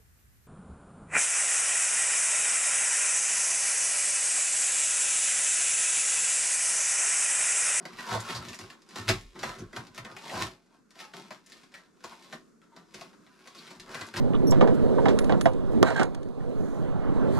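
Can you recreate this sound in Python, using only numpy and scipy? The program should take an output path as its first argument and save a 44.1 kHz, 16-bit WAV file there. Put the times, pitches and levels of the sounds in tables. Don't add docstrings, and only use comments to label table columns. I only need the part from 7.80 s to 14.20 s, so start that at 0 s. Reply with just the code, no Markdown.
import sys
import numpy as np
from scipy import signal
from scipy.fft import rfft, irfft, next_fast_len
from scipy.io import wavfile

SR = 44100
rng = np.random.default_rng(int(sys.argv[2]) if len(sys.argv) > 2 else 0)


def log_audio(samples):
    frames = np.atleast_2d(samples).T
    limited = np.clip(frames, -1, 1)
    pcm = np.round(limited * 32767).astype(np.int16)
    wavfile.write(sys.argv[1], SR, pcm)


N = 282240

# (time [s], panel level [dB], crack level [dB], panel pitch [Hz], crack centre [Hz])
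KNOCKS = [(0.053, -26.5, -39, 1700, 3620), (0.131, -54, -49, 1600, 2600), (0.186, -31, -39.5, 1630, 2280),
          (0.314, -18.5, -37, 895, 3010), (0.403, -51, -36.5, 1330, 8100),
          (0.488, -24.5, -36.5, 1190, 2330), (0.499, -24.5, -44, 1210, 2500),
          (0.549, -28.5, -37, 975, 4340), (0.562, -32, -42, 1100, 4800), (0.687, -58, -45, 1170, 6000),
          (0.731, -36, -40, 2050, 2980), (0.745, -47, -40.5, 1500, 7200), (0.789, -31.5, -38.5, 1140, 5070),
          (0.901, -41, -44.5, 1580, 2230), (1.019, -57, -56.5, 1780, 4900), (1.089, -58, -50, 544, 3940),
          (1.108, -48, -51, 1500, 4000), (1.158, -26.5, -37, 910, 3950), (1.266, -41, -55, 1500, 3000),
          (1.28, -16.5, -29, 1300, 3020), (1.289, -13, -19.5, 1430, 3130), (1.556, -32.5, -51, 960, 2490),
          (1.591, -36, -41.5, 872, 4560), (1.631, -18, -31.5, 1610, 2750), (1.789, -40, -50, 1300, 6150),
          (1.93, -30.5, -47, 1830, 2320), (1.963, -25.5, -35, 1400, 2560), (2.068, -58, -50.5, 1200, 4100),
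          (2.146, -45, -49, 1080, 6180), (2.178, -28.5, -35, 1110, 2520), (2.248, -28.5, -41.5, 1940, 2410),
          (2.314, -46, -50, 1200, 4000), (2.365, -32.5, -40, 910, 2230), (2.453, -36, -51, 991, 2590),
          (2.48, -47, -44, 900, 3500), (2.495, -41, -36.5, 654, 2410), (2.551, -24.5, -39, 730, 3780),
          (2.6, -24, -38, 1000, 3450), (2.617, -27.5, -39, 945, 3060), (2.861, -56, -71, 706, 5500),
          (3.106, -52, -54, 1295, 5220), (3.154, -41, -54, 620, 3890), (3.19, -50, -45, 1000, 3400),
          (3.201, -43, -43, 1080, 3340), (3.241, -56, -51.5, 1100, 3380), (3.336, -31.5, -43, 655, 3180),
          (3.506, -26, -41.5, 610, 2770), (3.662, -55, -51, 1390, 8100), (3.698, -48, -53, 2080, 5840),
          (3.72, -47, -45, 1290, 4000), (3.833, -45.5, -53.5, 1280, 3300), (3.92, -49, -59, 985, 4100),
          (3.94, -38.5, -43, 1850, 2250), (4.205, -50, -61, 1610, 3610), (4.24, -29, -40, 1030, 4280),
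          (4.526, -25.5, -41.5, 597, 3550), (4.816, -51, -60.5, 1300, 2220),
          (4.963, -37.5, -52, 1060, 4340), (5.143, -35.5, -43.5, 1910, 5000), (5.21, -33.5, -42, 720, 4100),
          (5.33, -46, -58.5, 1280, 2320), (5.465, -49, -58.5, 1310, 2690), (5.656, -42.5, -57, 1110, 2370),
          (5.673, -41, -46.5, 1350, 4200), (5.749, -44, -48.5, 1400, 4070), (5.767, -48, -55, 969, 3760),
          (5.848, -57, -53, 1240, 2530), (5.876, -41, -47.5, 1280, 2830), (5.906, -36, -45.5, 720, 5070),
          (5.959, -46, -60, 674, 6300), (5.998, -46, -42.5, 1040, 4830), (6.108, -42, -55, 1300, 4000),
          (6.145, -27.5, -34, 1920, 2330), (6.211, -26.5, -36.5, 1960, 3670), (6.266, -56, -49, 1300, 8000),
          (6.339, -25.5, -39.5, 1580, 2530), (6.361, -29.5, -33, 1660, 2200), (6.368, -26, -33, 1030, 4130)]
# (peak time [s], swell [ms per 20 dB], fade [ms per 20 dB], panel level [dB],
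# grit level [dB], face level [dB], panel pitch [Hz])
STROKES = [(0.0, 50, 246, -44, -68, -48.5, 730), (0.1, 102, 300, -45.5, -57.5, -48.5, 1150),
           (0.2, 43, 247, -36.5, -46.5, -48, 1360), (0.28, 33, 200, -30.5, -46, -48, 1010),
           (0.336, 72, 71, -20.5, -37, -37.5, 1040), (0.39, 50.5, 146, -52, -53.5, -46, 1100),
           (0.509, 133, 92, -30.5, -40.5, -52, 1300), (0.57, 82, 210, -35, -52, -44.5, 1110),
           (0.679, 154, 118, -47, -48, -41.5, 1000), (0.813, 52, 131, -43, -52, -42, 1200),
           (0.93, 200, 92, -49, -63, -72, 1180), (1.19, 101.5, 117, -35.5, -44.5, -38, 1130),
           (1.288, 17.5, 82, -25.5, -31.5, -26, 1020), (1.38, 62, 183, -56, -53, -59, 1180),
           (1.57, 40, 56, -44, -57.5, -40, 960), (1.642, 58, 186, -32.5, -44, -39.5, 1340),
           (1.691, 98, 92, -32.5, -48.5, -42, 1140), (1.808, 57, 56, -46, -65, -33.5, 1140),
           (1.972, 55, 108, -37, -49.5, -38, 1010), (2.16, 37, 97, -47, -54.5, -51, 1280),
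           (2.3, 250, 108, -42, -63, -49, 1160), (2.45, 132, 266, -43, -50, -68, 1100),
           (2.549, 169, 148, -32.5, -48.5, -38, 740), (2.622, 120, 72.5, -27.5, -36.5, -33, 1130),
           (2.949, 111, 76, -57, -71.5, -72, 950), (3.208, 71, 115, -41, -51.5, -50.5, 1190),
           (3.36, 43, 185, -42, -52, -45.5, 830), (3.518, 0, 89, -43, -53.5, -54, 1070),
           (3.73, 105, 208, -52, -57, -60, 1740), (3.949, 38, 150, -47.5, -60, -58, 1820),
           (4.25, 37, 148, -42.5, -53, -61, 980), (4.3, 70, 136, -58, -60, -58, 1110),
           (4.462, 293, 202, -51, -59, -55, 770), (4.537, 36, 48, -38, -52, -43, 700),
           (4.835, 30, 200, -61, -75, -79, 1600), (4.925, 20, 142.5, -55, -83, -64, 750),
           (4.979, 73, 113, -50.5, -66, -54, 1000), (5.09, 92, 100, -73, -82.5, -69, 1400),
           (5.155, 38, 93, -51, -53, -50.5, 1250), (5.22, 140, 116, -44.5, -55, -48.5, 1050),
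           (5.6, 441, 200, -56, -67, -59, 1310), (5.68, 91, 100, -47.5, -57.5, -75, 1280),
           (5.76, 24, 118, -56, -57, -46, 900), (5.79, 125, 350, -48.5, -55.5, -62, 1170),
           (5.92, 198, 152, -47.5, -60.5, -47.5, 950), (6.01, 57, 100, -54, -71, -49.5, 940),
           (6.085, 58, 204, -41, -65, -45.5, 1080), (6.13, 94, 100, -37, -49.5, -44.5, 1290),
           (6.162, 2, 130, -33, -46.5, -45.5, 1730), (6.28, 198, 65, -45.5, -55, -50, 1170),
           (6.385, 50, 300, -31.5, -41, -31, 1500)]
# (time [s], hold [ms], boom level [dB], shudder level [dB])
HEAVES = [(0.14, 40, -69, -68), (0.33, 67, -36.5, -65), (0.45, 20, -57, -72), (0.55, 58, -40.5, -68),
          (0.67, 40, -50.5, -70), (0.83, 15, -48.5, -66), (1.205, 10, -41, -68), (1.297, 13, -27, -43),
          (1.36, 17, -40.5, -55), (1.44, 6.5, -58, -49), (1.61, 10, -51, -63), (1.68, 12, -43, -57),
          (1.8, 53, -45.5, -56), (1.985, 10, -41.5, -68), (2.1, 10, -57, -70), (2.2, 30, -48.5, -65),
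          (2.345, 8.7, -55, -73), (2.55, 44, -44, -57), (2.63, 29, -39.5, -60), (2.72, 19, -63, -87),
          (4.26, 17, -68, -79), (4.55, 20, -72, -77), (5.16, 18, -63.5, -74), (5.99, 10, -63.5, -65),
          (6.08, 20, -64, -64), (6.17, 10, -58, -80), (6.222, 10, -47.5, -74), (6.372, 18, -36.5, -69)]


def from_db(db):
    return 10 ** (np.asarray(db) / 20)


def rms_one(x):
    return x / np.sqrt(np.mean(x ** 2) + 1e-20)


def at_hz(points, hz):
    points_hz, values = np.transpose(points)
    return np.interp(np.log(np.maximum(hz, 1)), np.log(points_hz), values)


def coloured(x, spectrum):
    gain = rms_one(from_db(at_hz(spectrum, np.fft.rfftfreq(N, 1 / SR))))
    return irfft(rfft(x) * gain, N)


def low_cut(x, hz, order):
    return signal.sosfilt(signal.butter(order, hz, "high", fs=SR, output="sos"), x)


def resonate(drive, modes):
    out = 0
    for k, (hz, width_hz, db) in enumerate(modes):
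        r = np.exp(-np.pi * width_hz / SR)
        poles = [1, -2 * r * np.cos(2 * np.pi * hz / SR), r * r]
        ring = signal.lfilter([1 - r, 0, r - 1], poles, drive(hz) + 1e-18)
        out = out + (-1) ** k * from_db(db) * ring
    power = sum(from_db(2 * db) * 2 * np.pi * width_hz / SR for _, width_hz, db in modes)
    return out / np.sqrt(power)


def steadied(x):
    x = rms_one(x)
    return rms_one(x / (np.abs(signal.hilbert(x)) + .3))


def flicker(per_s, depth_db):
    steps = from_db(depth_db * rng.standard_normal(int(N / SR * 40 + 2)))
    return np.interp(np.arange(N) / SR * per_s, np.arange(len(steps)), steps)


def swells(peak_s, swell_ms, fade_ms, hold_ms=0):
    ms = np.arange(N * 1000 // SR + 1) - 1000 * np.reshape(peak_s, (-1, 1))
    up, down, hold = (np.maximum(np.reshape(v, (-1, 1)), 1) for v in (swell_ms, fade_ms, hold_ms))
    drop_db = 20 * np.clip(np.maximum(-ms / up, (ms - hold) / down), 0, 6)
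    return from_db(-2 * drop_db)


def per_sample(per_ms):
    return np.interp(np.arange(N) * 1000 / SR, np.arange(len(per_ms)), per_ms)


def summed(db, shapes, rest_db=-120):
    return per_sample(np.sqrt(from_db(2 * db) @ shapes + from_db(2 * rest_db)))


def held(times_s, values):
    latest = np.searchsorted(np.round(times_s * SR), np.arange(N), "right") - 1
    return values[np.maximum(latest, 0)]


def near(hz, centre_hz, db_per_octave, max_cut_db):
    octaves = np.abs(np.log2(hz / centre_hz))
    return from_db(-np.minimum(db_per_octave * octaves, max_cut_db))


def grains(per_s, spread_db, brush_db):
    sizes = from_db(spread_db * np.minimum(rng.exponential(1, N), 3)) * rng.choice([-1, 1], N)
    clicks = rms_one(sizes * (rng.random(N) < per_s / SR))
    return rms_one(clicks + from_db(brush_db) * rng.standard_normal(N))


def contacts(times_s, levels_db, decay_ms, snap_db):
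    push, snap = np.zeros((2, N))
    t = np.arange(SR // 5) / SR
    dying = np.exp(-t * 1000 / decay_ms)
    for s, db in zip(times_s, levels_db):
        at = round(s * SR)
        span = slice(at, at + len(t))
        push[span] = np.hypot(push[span], from_db(db) * dying[:N - at])
        snap[at] = from_db(db + snap_db)
    return push * grains(per_s=2500, spread_db=2, brush_db=-0.5) + snap


def house_rumble():
    # (frequency [Hz], relative level [dB])
    spectrum = [(15, -65.5), (25, -12), (90, -15), (191, 9.5), (394, 4), (811, -18), (1280, -5.5),
                (3090, -28), (3350, -24.5), (6900, -18.5), (12100, -31.5), (15000, -41)]
    mid, side = coloured(rng.standard_normal((2, N)), spectrum)
    stereo = mid + from_db(-3.5) * side * [[1], [-1]]
    return from_db(-65.5) * flicker(per_s=5, depth_db=2.5) * stereo


def room(x, wet_db, side_db, spots=6):
    # (frequency [Hz], 60 dB decay time [s])
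    t60 = [(60, 0.43), (400, 0.1), (2000, 0.19), (12000, 0.12)]
    # (frequency [Hz], relative side level [dB])
    width = [(60, -12.5), (110, -12.5), (200, -25.5), (380, -9), (700, -3), (1280, -4.5), (2370, 0),
             (4370, -3), (8070, -4), (14900, -5.5)]
    t = np.arange(SR // 2) / SR
    echoes = np.zeros((2, spots, len(t)))
    for low_hz in 40 * 2. ** np.arange(9):
        band = signal.butter(2, [low_hz, min(2 * low_hz, 20000)], "band", fs=SR, output="sos")
        decay = from_db(-60 * t / at_hz(t60, 1.86 * low_hz)) * (t > .002)
        tails = rng.standard_normal(echoes.shape) * decay / np.sqrt(np.sum(decay ** 2))
        echoes += signal.sosfilt(band, tails)
    size = next_fast_len(N + len(t))
    place = np.arange(N) / SR / .08 % spots
    away = np.abs(place - np.arange(spots)[:, None])
    crossfade = np.sqrt(np.clip(1 - np.minimum(away, spots - away), 0, 1))
    wet, apart = np.sum(rfft(x * crossfade, size) * rfft(echoes, size), axis=1)
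    mid = rfft(x, size) + from_db(wet_db) * wet
    side = apart * from_db(side_db + at_hz(width, np.fft.rfftfreq(size, 1 / SR)))
    return irfft(np.stack([mid + side, mid - side]), size)[:, :N]


def floor_shudder(lag_s=.022):
    push = rng.standard_normal(N)
    shake = resonate(lambda hz: push, [(37.4, 27, 0)])
    narrowed = resonate(lambda hz: shake, [(33.4, 22, 0)])
    time_s, hold_ms, _, shudder_db = np.transpose(HEAVES)
    shapes = swells(time_s + lag_s, swell_ms=66, fade_ms=90, hold_ms=hold_ms)
    return summed(shudder_db, shapes, rest_db=-85) * steadied(narrowed)


def scuffs():
    # (time [s], peak level [dB], centre [Hz], bandwidth [Hz], length [ms])
    events = [(0.564, -39.5, 4600, 800, 36), (1.8, -56, 6250, 300, 23), (2.53, -40.5, 746, 150, 69),
              (2.95, -71, 994, 119, 75), (3.96, -50, 1830, 219, 31), (4.329, -46.5, 955, 350, 28),
              (5.09, -73, 5080, 700, 120), (5.788, -49, 4120, 604, 29)]
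    t, noise = np.arange(N) / SR, rng.standard_normal(N)
    out = np.zeros(N)
    for time_s, db, centre_hz, width_hz, length_ms in events:
        envelope = from_db(db) * np.exp(-(2000 * (t - time_s) / length_ms) ** 2)
        out += envelope * resonate(lambda hz: noise, [(centre_hz, width_hz, 0)])
    return out


def hollow_boom(friction):
    # (frequency [Hz], bandwidth [Hz], relative level [dB])
    modes = [(109.1, 12.5, 8), (136, 48, -10)]
    time_s, hold_ms, boom_db, _ = np.transpose(HEAVES)
    shapes = swells(time_s, swell_ms=30, fade_ms=40, hold_ms=hold_ms)
    ring = steadied(resonate(lambda hz: friction, modes))
    return low_cut(summed(boom_db, shapes, rest_db=-88.5) * ring, hz=75, order=2)


def big_faces(friction, strokes):
    # (frequency [Hz], bandwidth [Hz], relative level [dB])
    modes = [(144, 27, -5.5), (188.8, 33.3, 0), (231, 40, -1.5), (280.6, 48, -3), (316.7, 46, -4.5),
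             (369, 30.6, -2), (437, 37, -10.5)]
    *_, face_db, _ = np.transpose(STROKES)
    rub = summed(face_db, strokes) * friction
    time_s, hit_db, _, struck_hz, _ = np.transpose(KNOCKS)
    thud_db = hit_db - 13.5 - 0.5 * np.log2(struck_hz / 1000)
    thud = contacts(time_s, thud_db, decay_ms=9, snap_db=24)
    return resonate(lambda hz: rub * flicker(per_s=8.4, depth_db=1) + thud, modes)


def paper_skin(friction, strokes, grit_hz=3500):
    # (frequency [Hz], relative level [dB])
    spectrum = [(1060, -30), (1800, -0.5), (3180, -8.5), (3350, -7.5), (5650, -7.5), (6230, -9.5),
                (6870, -9), (8060, -12.5), (11900, -18), (15000, -36)]
    *_, grit_db, _, _ = np.transpose(STROKES)
    creases = grains(per_s=60, spread_db=3, brush_db=-40)
    rub = summed(grit_db, strokes) * (friction + from_db(-4) * creases)
    time_s, _, crack_db, _, centres_hz = np.transpose(KNOCKS)
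    crack = contacts(time_s, crack_db, decay_ms=9.3, snap_db=11.5)
    crack_hz = held(time_s, centres_hz)
    edges_hz = 1300 * 2 ** np.arange(0, 4.5, .5)
    out = np.zeros(N)
    for k, (low_hz, high_hz) in enumerate(zip(edges_hz, edges_hz[1:])):
        hz = np.sqrt(low_hz * high_hz)
        rubbed = rub * near(hz, grit_hz, db_per_octave=7.1, max_cut_db=6.4)
        cracked = crack * near(hz, crack_hz, db_per_octave=6.4, max_cut_db=9)
        drive = rubbed * flicker(per_s=36, depth_db=0.75) + cracked
        band = signal.butter(2, [low_hz, high_hz], "band", fs=SR, output="sos")
        out += (-1) ** k * signal.sosfilt(band, drive)
    return coloured(out, spectrum)


def panels(friction, strokes):
    # (frequency [Hz], bandwidth [Hz], relative level [dB])
    modes = [(501, 117, -3), (657, 55, 0.5), (737, 63, -0.5), (859, 121, -1), (935, 123, 1), (1076, 89, 0),
             (1167, 100, -1), (1235, 76, 0), (1313.4, 60, -1), (1473, 290, -2), (1670, 140, -4.5),
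             (1827, 22, -5.5), (2006, 110, -3.5), (2060, 22, -8)]
    *_, panel_db, _, _, stirred_hz = np.transpose(STROKES)
    rub = summed(panel_db, strokes) * friction
    power = from_db(2 * panel_db)
    rub_hz = per_sample(power * stirred_hz @ strokes / (power @ strokes))
    time_s, hit_db, _, struck_hz, _ = np.transpose(KNOCKS)
    hit = contacts(time_s, hit_db, decay_ms=8.5, snap_db=15)
    hit_hz = held(time_s, struck_hz)

    def drive(hz):
        rubbed = rub * near(hz, rub_hz, db_per_octave=6.7, max_cut_db=5.8)
        struck = hit * near(hz, hit_hz, db_per_octave=11, max_cut_db=5.4)
        return rubbed * flicker(per_s=11, depth_db=2.3) + struck

    return resonate(drive, modes)


def cardboard(friction):
    peak_s, swell_ms, fade_ms, *_ = np.transpose(STROKES)
    strokes = swells(peak_s, swell_ms, fade_ms)
    ring = panels(friction, strokes)
    grit = paper_skin(friction, strokes)
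    thud = big_faces(friction, strokes)
    return low_cut(ring + thud, hz=130, order=3) + grit


def scene():
    # (time [s], left minus right [dB])
    drift = [(0.0, 0), (1.96, 0.3), (3.62, 1.5), (6.4, 1.0)]
    balance_db = np.interp(np.arange(N) / SR, *np.transpose(drift))
    pan = from_db(balance_db / 2 * [[1], [-1]])
    friction = grains(per_s=1200, spread_db=4, brush_db=-4.5)
    box = cardboard(friction)
    deep = hollow_boom(friction) + floor_shudder()
    wall_echo = np.roll(deep, SR // 100) * from_db(-27.5) * [[1], [-1]]
    return room(box + scuffs(), wet_db=-4, side_db=-4) * pan + deep + wall_echo + house_rumble()


def record(dry):
    delay_samples, stopband_hz = .55, 15600
    delay = np.exp(-2j * np.pi * np.fft.rfftfreq(N) * delay_samples)
    left = irfft(rfft(dry[0]) * delay, N)
    top_cut = signal.cheby2(12, 70, stopband_hz, fs=SR, output="sos")
    return signal.sosfilt(top_cut, np.stack([left, dry[1]]))


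dry = scene()
out = record(dry)
log_audio(out)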